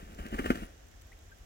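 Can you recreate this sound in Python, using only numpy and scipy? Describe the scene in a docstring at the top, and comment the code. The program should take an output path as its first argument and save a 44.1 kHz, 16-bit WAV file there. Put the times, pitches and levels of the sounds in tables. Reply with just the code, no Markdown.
"""Hen dust-bathing in a quiet yard

Close to the microphones and a little left, a hen works dry soil and leaves in a run of wing shuffles that
builds. Each thumps the ground, scrapes feathers through the litter and throws up fine dirt; then she settles.
Leaves tick and a bird gives three tiny peeps over distant rumble and soft hiss."""
import sys
import numpy as np
from scipy import signal
from scipy.fft import rfft, irfft, next_fast_len
from scipy.io import wavfile

SR = 44100
rng = np.random.default_rng(int(sys.argv[2]) if len(sys.argv) > 2 else 0)


def pcm_store(signal):
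    """Save signal as 16-bit PCM."""
    levels = np.round(np.clip(np.atleast_2d(signal), -1, 1) * 32767)
    wavfile.write(sys.argv[1], SR, levels.astype(np.int16).T)


N = 63945

# open-air hiss at each microphone, and the distant rumble: frequency_hz, relative_db
HISS_LEFT_SPECTRUM = [(100, -11), (200, -4.5), (700, 2), (900, -6), (1350, -8.5), (1650, -4), (2200, -11),
                      (3300, -10), (4300, -16), (8000, -20), (16000, -23)]
HISS_RIGHT_SPECTRUM = [(100, -50), (200, -4.5), (700, -2), (900, -10.5), (1350, -6.5), (1650, -7.5),
                       (2200, -9), (3300, -9.5), (4400, -15), (5700, -7.5), (7300, -8.5), (9200, -24),
                       (16000, -19.5)]
RUMBLE_SPECTRUM = [(15, -20), (32, 2), (45, 5.5), (85, 4), (120, -11), (170, -17.5), (400, -49)]
# slow swells of the rumble: time_s, gain_db
RUMBLE_CURVE = [(0, -1), (.86, -2.5), (.96, 0.5), (1.08, -2), (1.3, -1), (1.4, 3)]
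# a bird's peeps: start_s, length_s, start_hz, end_hz, level_db
PEEP_NOTES = [(0.939, 0.0078, 1703, 1840, -59), (1.1176, 0.0162, 1940, 2820, -51.5),
              (1.317, 0.017, 1573, 1590, -51.5)]
# dry leaves snapping: peak_s, level_db, decay_s, ring_hz
LEAF_SNAPS = [(.148, -46.5, 0.00089, 6000), (.266, -42, 0.0005, 8240), (.286, -45, 0.00072, 6370),
              (.318, -51, .001, 9000), (.628, -50, .001, 9000), (.654, -46.5, .0008, 11000),
              (.666, -52, 0.00088, 9830), (0.886, -53, 0.0016, 6300), (0.915, -56, .001, 12000),
              (1.0146, -53, 0.0026, 5900), (1.02, -49, 0.0011, 7960), (1.071, -52.5, 0.00076, 12760),
              (1.120, -58, .001, 8360), (1.136, -70, 0.0014, 11000), (1.190, -55.5, 0.0021, 3890),
              (1.311, -57.5, .001, 12000), (1.386, -54, 0.0005, 13200)]
# fine dirt and leaf bits at each microphone, and coarser crumbs: frequency_hz, relative_db
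DIRT_LEFT_SPECTRUM = [(1500, -2), (3500, 1.5), (5000, -4.5), (7500, -0.5), (8600, 1.5), (11000, -1.5),
                      (12000, 2), (13500, -6), (16000, 3.5)]
DIRT_RIGHT_SPECTRUM = [(1500, -2), (3500, 3.5), (5500, 2.5), (7300, 2), (9000, -13), (12000, -19),
                       (16000, -27)]
CRUMB_SPECTRUM = [(400, -20), (800, -2), (1100, -3), (1500, -8), (2700, 0), (3500, -12), (7000, -30)]
# rasping feathers, shifting soil and stirred air: frequency_hz, relative_db
FEATHER_SPECTRUM = [(150, -18), (450, -11.5), (600, -3.5), (790, -4.5), (930, -20.5), (1080, -3),
                    (1220, 2.5), (1330, 1), (1480, 2), (1630, -0.5), (1770, 2.5), (2100, -4.5),
                    (2600, -6.5), (3000, -1), (3700, -40), (6000, -33.5), (16000, -48)]
SOIL_SPECTRUM = [(40, -42.5), (125, -8), (200, 1.5), (300, 1.5), (410, -3), (500, -5.5), (610, -7),
                 (850, -12.5), (1500, -40)]
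AIR_SPECTRUM = [(12, -7), (26, -5), (50, 7), (75, -6.5), (130, -20), (300, -53)]
# air pushed out by the wings: start_s, level_db, pitch_hz
WING_PUFFS = [(0.024, -47.5, 59.4), (.195, -33.5, 56.5), (0.336, -37, 55), (0.401, -40, 46),
              (0.451, -31.5, 64.3), (0.503, -38, 48.7), (0.623, -41, 53.3)]
# how hard the hen stirs the litter between strokes: time_s, level_db
STIR_CURVE = [(0, -57), (.07, -63), (.12, -59), (.17, -63.5), (.2, -54.5), (.3, -59), (.34, -51.5),
              (.43, -50.5), (.495, -47.5), (.545, -50.5), (.62, -52.5), (.69, -63.5), (.8, -73.5),
              (1.45, -75)]
# feathers scraping through the litter: peak_s, level_db, rise_s, fall_s, thrown_dirt_db
FEATHER_SCRAPES = [(0.188, -47, 0.0018, 0.021, -55), (.262, -47.5, 0.015, 0.019, -52),
                   (0.344, -39, .013, 0.0063, -54), (0.39, -32, 0.0041, 0.0084, -44.5),
                   (.443, -38, 0.0028, 0.0097, -67), (0.4588, -31.5, 0.00097, 0.0087, -42.5),
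                   (0.5042, -21, 0.0011, 0.0032, -42.5), (0.517, -39, 0.0023, 0.0059, -53),
                   (0.555, -34.5, 0.00031, 0.0037, -48.5), (0.573, -53, 0.0024, 0.0065, -55),
                   (.634, -46, 0.0072, 0.0036, -54)]
# wing and body against the ground: start_s, level_db, pitch_hz
GROUND_THUMPS = [(0.027, -43.5, 199), (.096, -47.5, 190), (.189, -34.5, 217), (0.254, -36.5, 239),
                 (.326, -29.5, 244), (.340, -30, 276), (0.3937, -25, 262), (.447, -29, 247.4),
                 (0.459, -29, 285), (0.5031, -17, 256), (0.574, -37.5, 235), (0.621, -35, 228)]
# modes of a thump, soon choked by the loose soil: pitch_ratio, gain_db, decay_s
THUMP_MODES = [(1, -0.5, 0.012), (1.3, -5, .011), (2.4, -13, 0.005)]


def amp(db):
    """Decibels to gain."""
    return 10 ** (np.asarray(db) / 20)


def unit(x):
    """Scale to rms 1."""
    return x / np.sqrt(np.mean(x ** 2) + 1e-20)


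def clock():
    """Time of every sample in seconds."""
    return np.arange(N) / SR


def level(curve):
    """Gain along a curve of time_s, level_db."""
    return amp(np.interp(clock(), *np.transpose(curve)))


def filtered(x, response):
    """Pass x through a response given as a function of frequency."""
    size = next_fast_len(N + 8192)
    return irfft(rfft(x, size) * response(np.fft.rfftfreq(size, 1 / SR)), size)[..., :N]


def spectrum_gain(hz, spectrum):
    """Gain of a spectrum table at each frequency, scaled to rms 1."""
    points_hz, db = np.transpose(spectrum)
    return unit(amp(np.interp(np.log(hz + 1), np.log(points_hz), db)))


def colour(x, spectrum):
    """Give x a spectrum, keeping the power of white noise."""
    return filtered(x, lambda hz: spectrum_gain(hz, spectrum))


def struck(x, spectrum, size=4096):
    """Ring x through a body with this spectrum: nothing sounds before the contact."""
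    gain = spectrum_gain(np.fft.rfftfreq(size, 1 / SR), spectrum)
    cepstrum = irfft(np.log(gain))
    cepstrum[1:size // 2] *= 2  # fold to minimum phase
    cepstrum[size // 2 + 1:] = 0
    impulse = irfft(np.exp(rfft(cepstrum)))
    return signal.fftconvolve(x, impulse)[:N]


def grains(per_s, spread_db, smooth):
    """Tiny random contacts over a share of smooth friction; rms 1."""
    hits = rng.random(N) < per_s / SR
    sizes = amp(spread_db * np.clip(rng.standard_normal(N), -2, 2))
    signs = np.sign(rng.standard_normal(N))
    return unit(unit(hits * sizes * signs) + smooth * rng.standard_normal(N))


def swell(peak_s, rise_s, fall_s):
    """Exponential rise to a peak, then exponential fall."""
    t = clock() - peak_s
    return np.exp(np.minimum(t / rise_s, -t / fall_s))


def from_left(x, lag_s=0.000478, right_db=-0.93):
    """Sound from the left reaches the right microphone later and a little weaker."""
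    late = filtered(x, lambda hz: np.exp(-2j * np.pi * hz * lag_s))
    return np.array([x, amp(right_db) * late])


def yard(hiss_db=(-62, -61), rumble_db=-53.5, width=0.22):
    """Distant rumble, much alike at both microphones, under a soft open-air hiss."""
    hiss = np.array([amp(db) * colour(rng.standard_normal(N), spectrum)
                     for db, spectrum in zip(hiss_db, (HISS_LEFT_SPECTRUM, HISS_RIGHT_SPECTRUM))])
    rumble = colour(rng.standard_normal(N) + width * rng.standard_normal((2, N)), RUMBLE_SPECTRUM)
    lean_left = amp([[0.4], [-0.4]])
    return hiss + amp(rumble_db) * lean_left * level(RUMBLE_CURVE) * rumble


def fence_echo(x, gain_db=-11.5, t60_s=0.086, build_s=0.0053, low_cut_hz=500):
    """Short scatter from the fence and the ground, weak in the bass."""
    t = np.arange(SR // 4) / SR
    tail = rng.standard_normal((2, len(t))) * amp(-60 * t / t60_s) * (1 - np.exp(-t / build_s))
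    scatter = signal.fftconvolve(x[None], tail / np.linalg.norm(tail[0]), axes=1)[:, :N]
    return amp(gain_db) * filtered(scatter, lambda hz: hz / np.hypot(hz, low_cut_hz))


def peeps(attack_share=0.064, fade_power=0.38, bend_power=3.15):
    """A bird's very short whistles: the pitch dwells, then bends upward."""
    out = np.zeros(N)
    for start_s, length_s, start_hz, end_hz, db in PEEP_NOTES:
        progress = np.clip((clock() - start_s) / length_s, 0, 1)
        hz = start_hz + (end_hz - start_hz) * progress ** bend_power
        envelope = np.minimum(progress / attack_share, 1) * (1 - progress) ** fade_power
        out += amp(db) * envelope * np.sin(2 * np.pi * np.cumsum(hz) / SR)
    return out


def leaves(right_db=-9, crackle_db=-73, ring_db=-1):
    """Dry snaps to the left, each briefly ringing its own leaf, over a faint sparse crackle."""
    snaps, rings = np.zeros((2, N))
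    for peak_s, db, decay_s, hz in LEAF_SNAPS:
        snaps += amp(db) * swell(peak_s, 0.0006, decay_s)
        rings += amp(db + ring_db) * swell(peak_s, 0.000067, decay_s) * np.sin(2 * np.pi * hz * clock())
    sides = []
    for spectrum in (DIRT_LEFT_SPECTRUM, DIRT_RIGHT_SPECTRUM):
        bursts = snaps * rng.standard_normal(N)
        crackle = amp(crackle_db) * grains(per_s=87, spread_db=12, smooth=0.1)
        sides.append(rings + colour(bursts + crackle, spectrum))
    return amp([[0], [right_db]]) * np.array(sides)


def thrown_dirt(late_s=0.003, stir_db=-3, right_db=-4, crumb_db=-9):
    """Fine soil sprays just after each stroke; coarser crumbs trickle back."""
    stir = level(STIR_CURVE)
    sprays = sum(amp(db) * swell(peak_s + late_s, rise_s=0.0061, fall_s=0.0077)
                 for peak_s, *_, db in FEATHER_SCRAPES)
    flow = np.hypot(sprays, amp(stir_db) * stir)
    left = colour(flow * grains(per_s=2200, spread_db=2, smooth=0.88), DIRT_LEFT_SPECTRUM)
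    right = colour(flow * grains(per_s=2800, spread_db=7, smooth=1.0), DIRT_RIGHT_SPECTRUM)
    crumbs = colour(stir * grains(per_s=770, spread_db=4.5, smooth=0.67), CRUMB_SPECTRUM)
    return np.array([left, amp(right_db) * right]) + amp(crumb_db) * from_left(crumbs)


def wing_puffs(cycles=2.03):
    """Each wing stroke shoves a slow, soft wave of air at the microphones."""
    out = np.zeros(N)
    for start_s, db, hz in WING_PUFFS:
        progress = np.clip((clock() - start_s) * hz / cycles, 0, 1)
        out += amp(db) * np.sin(np.pi * progress) ** 2 * np.sin(2 * np.pi * cycles * progress)
    return out


def scuffing(soil_stir_db=5, soil_stroke_db=1, air_db=4.5):
    """Feathers rasp over leaves, soil shifts dully beneath and the air stirs."""
    stir = level(STIR_CURVE)
    strokes = sum(amp(db) * swell(peak_s, rise_s, fall_s)
                  for peak_s, db, rise_s, fall_s, _ in FEATHER_SCRAPES)
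    rubbing = np.hypot(stir, strokes)
    rasp = struck(rubbing * grains(per_s=4100, spread_db=1.0, smooth=0.63), FEATHER_SPECTRUM)
    weight = np.hypot(amp(soil_stir_db) * stir, amp(soil_stroke_db) * strokes)
    soil = struck(weight * grains(per_s=1500, spread_db=2.5, smooth=0.56), SOIL_SPECTRUM)
    air = amp(air_db) * stir * colour(rng.standard_normal(N), AIR_SPECTRUM)
    return rasp + soil + air


def thumps(attack_s=0.00066):
    """Each blow rings the hen's body and the loose ground for a few cycles."""
    out = np.zeros(N)
    for start_s, db, hz in GROUND_THUMPS:
        t = np.maximum(clock() - start_s, 0)
        ring = sum(amp(mode_db) * np.exp(-(t / decay_s) ** 2) * np.sin(2 * np.pi * hz * ratio * t)
                   for ratio, mode_db, decay_s in THUMP_MODES)
        out -= amp(db) * ring * (1 - np.exp(-t / attack_s))
    return out


def scene():
    """The hen close on the left among dirt and leaves, the yard behind her."""
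    hen = thumps() + wing_puffs() + scuffing() + peeps()
    return from_left(hen) + fence_echo(hen) + thrown_dirt() + leaves() + yard()


def record(dry, top_hz=15900):
    """The microphone pair, with nothing kept above the band limit."""
    return filtered(dry, lambda hz: hz < top_hz)


dry = scene()
out = record(dry)
pcm_store(out)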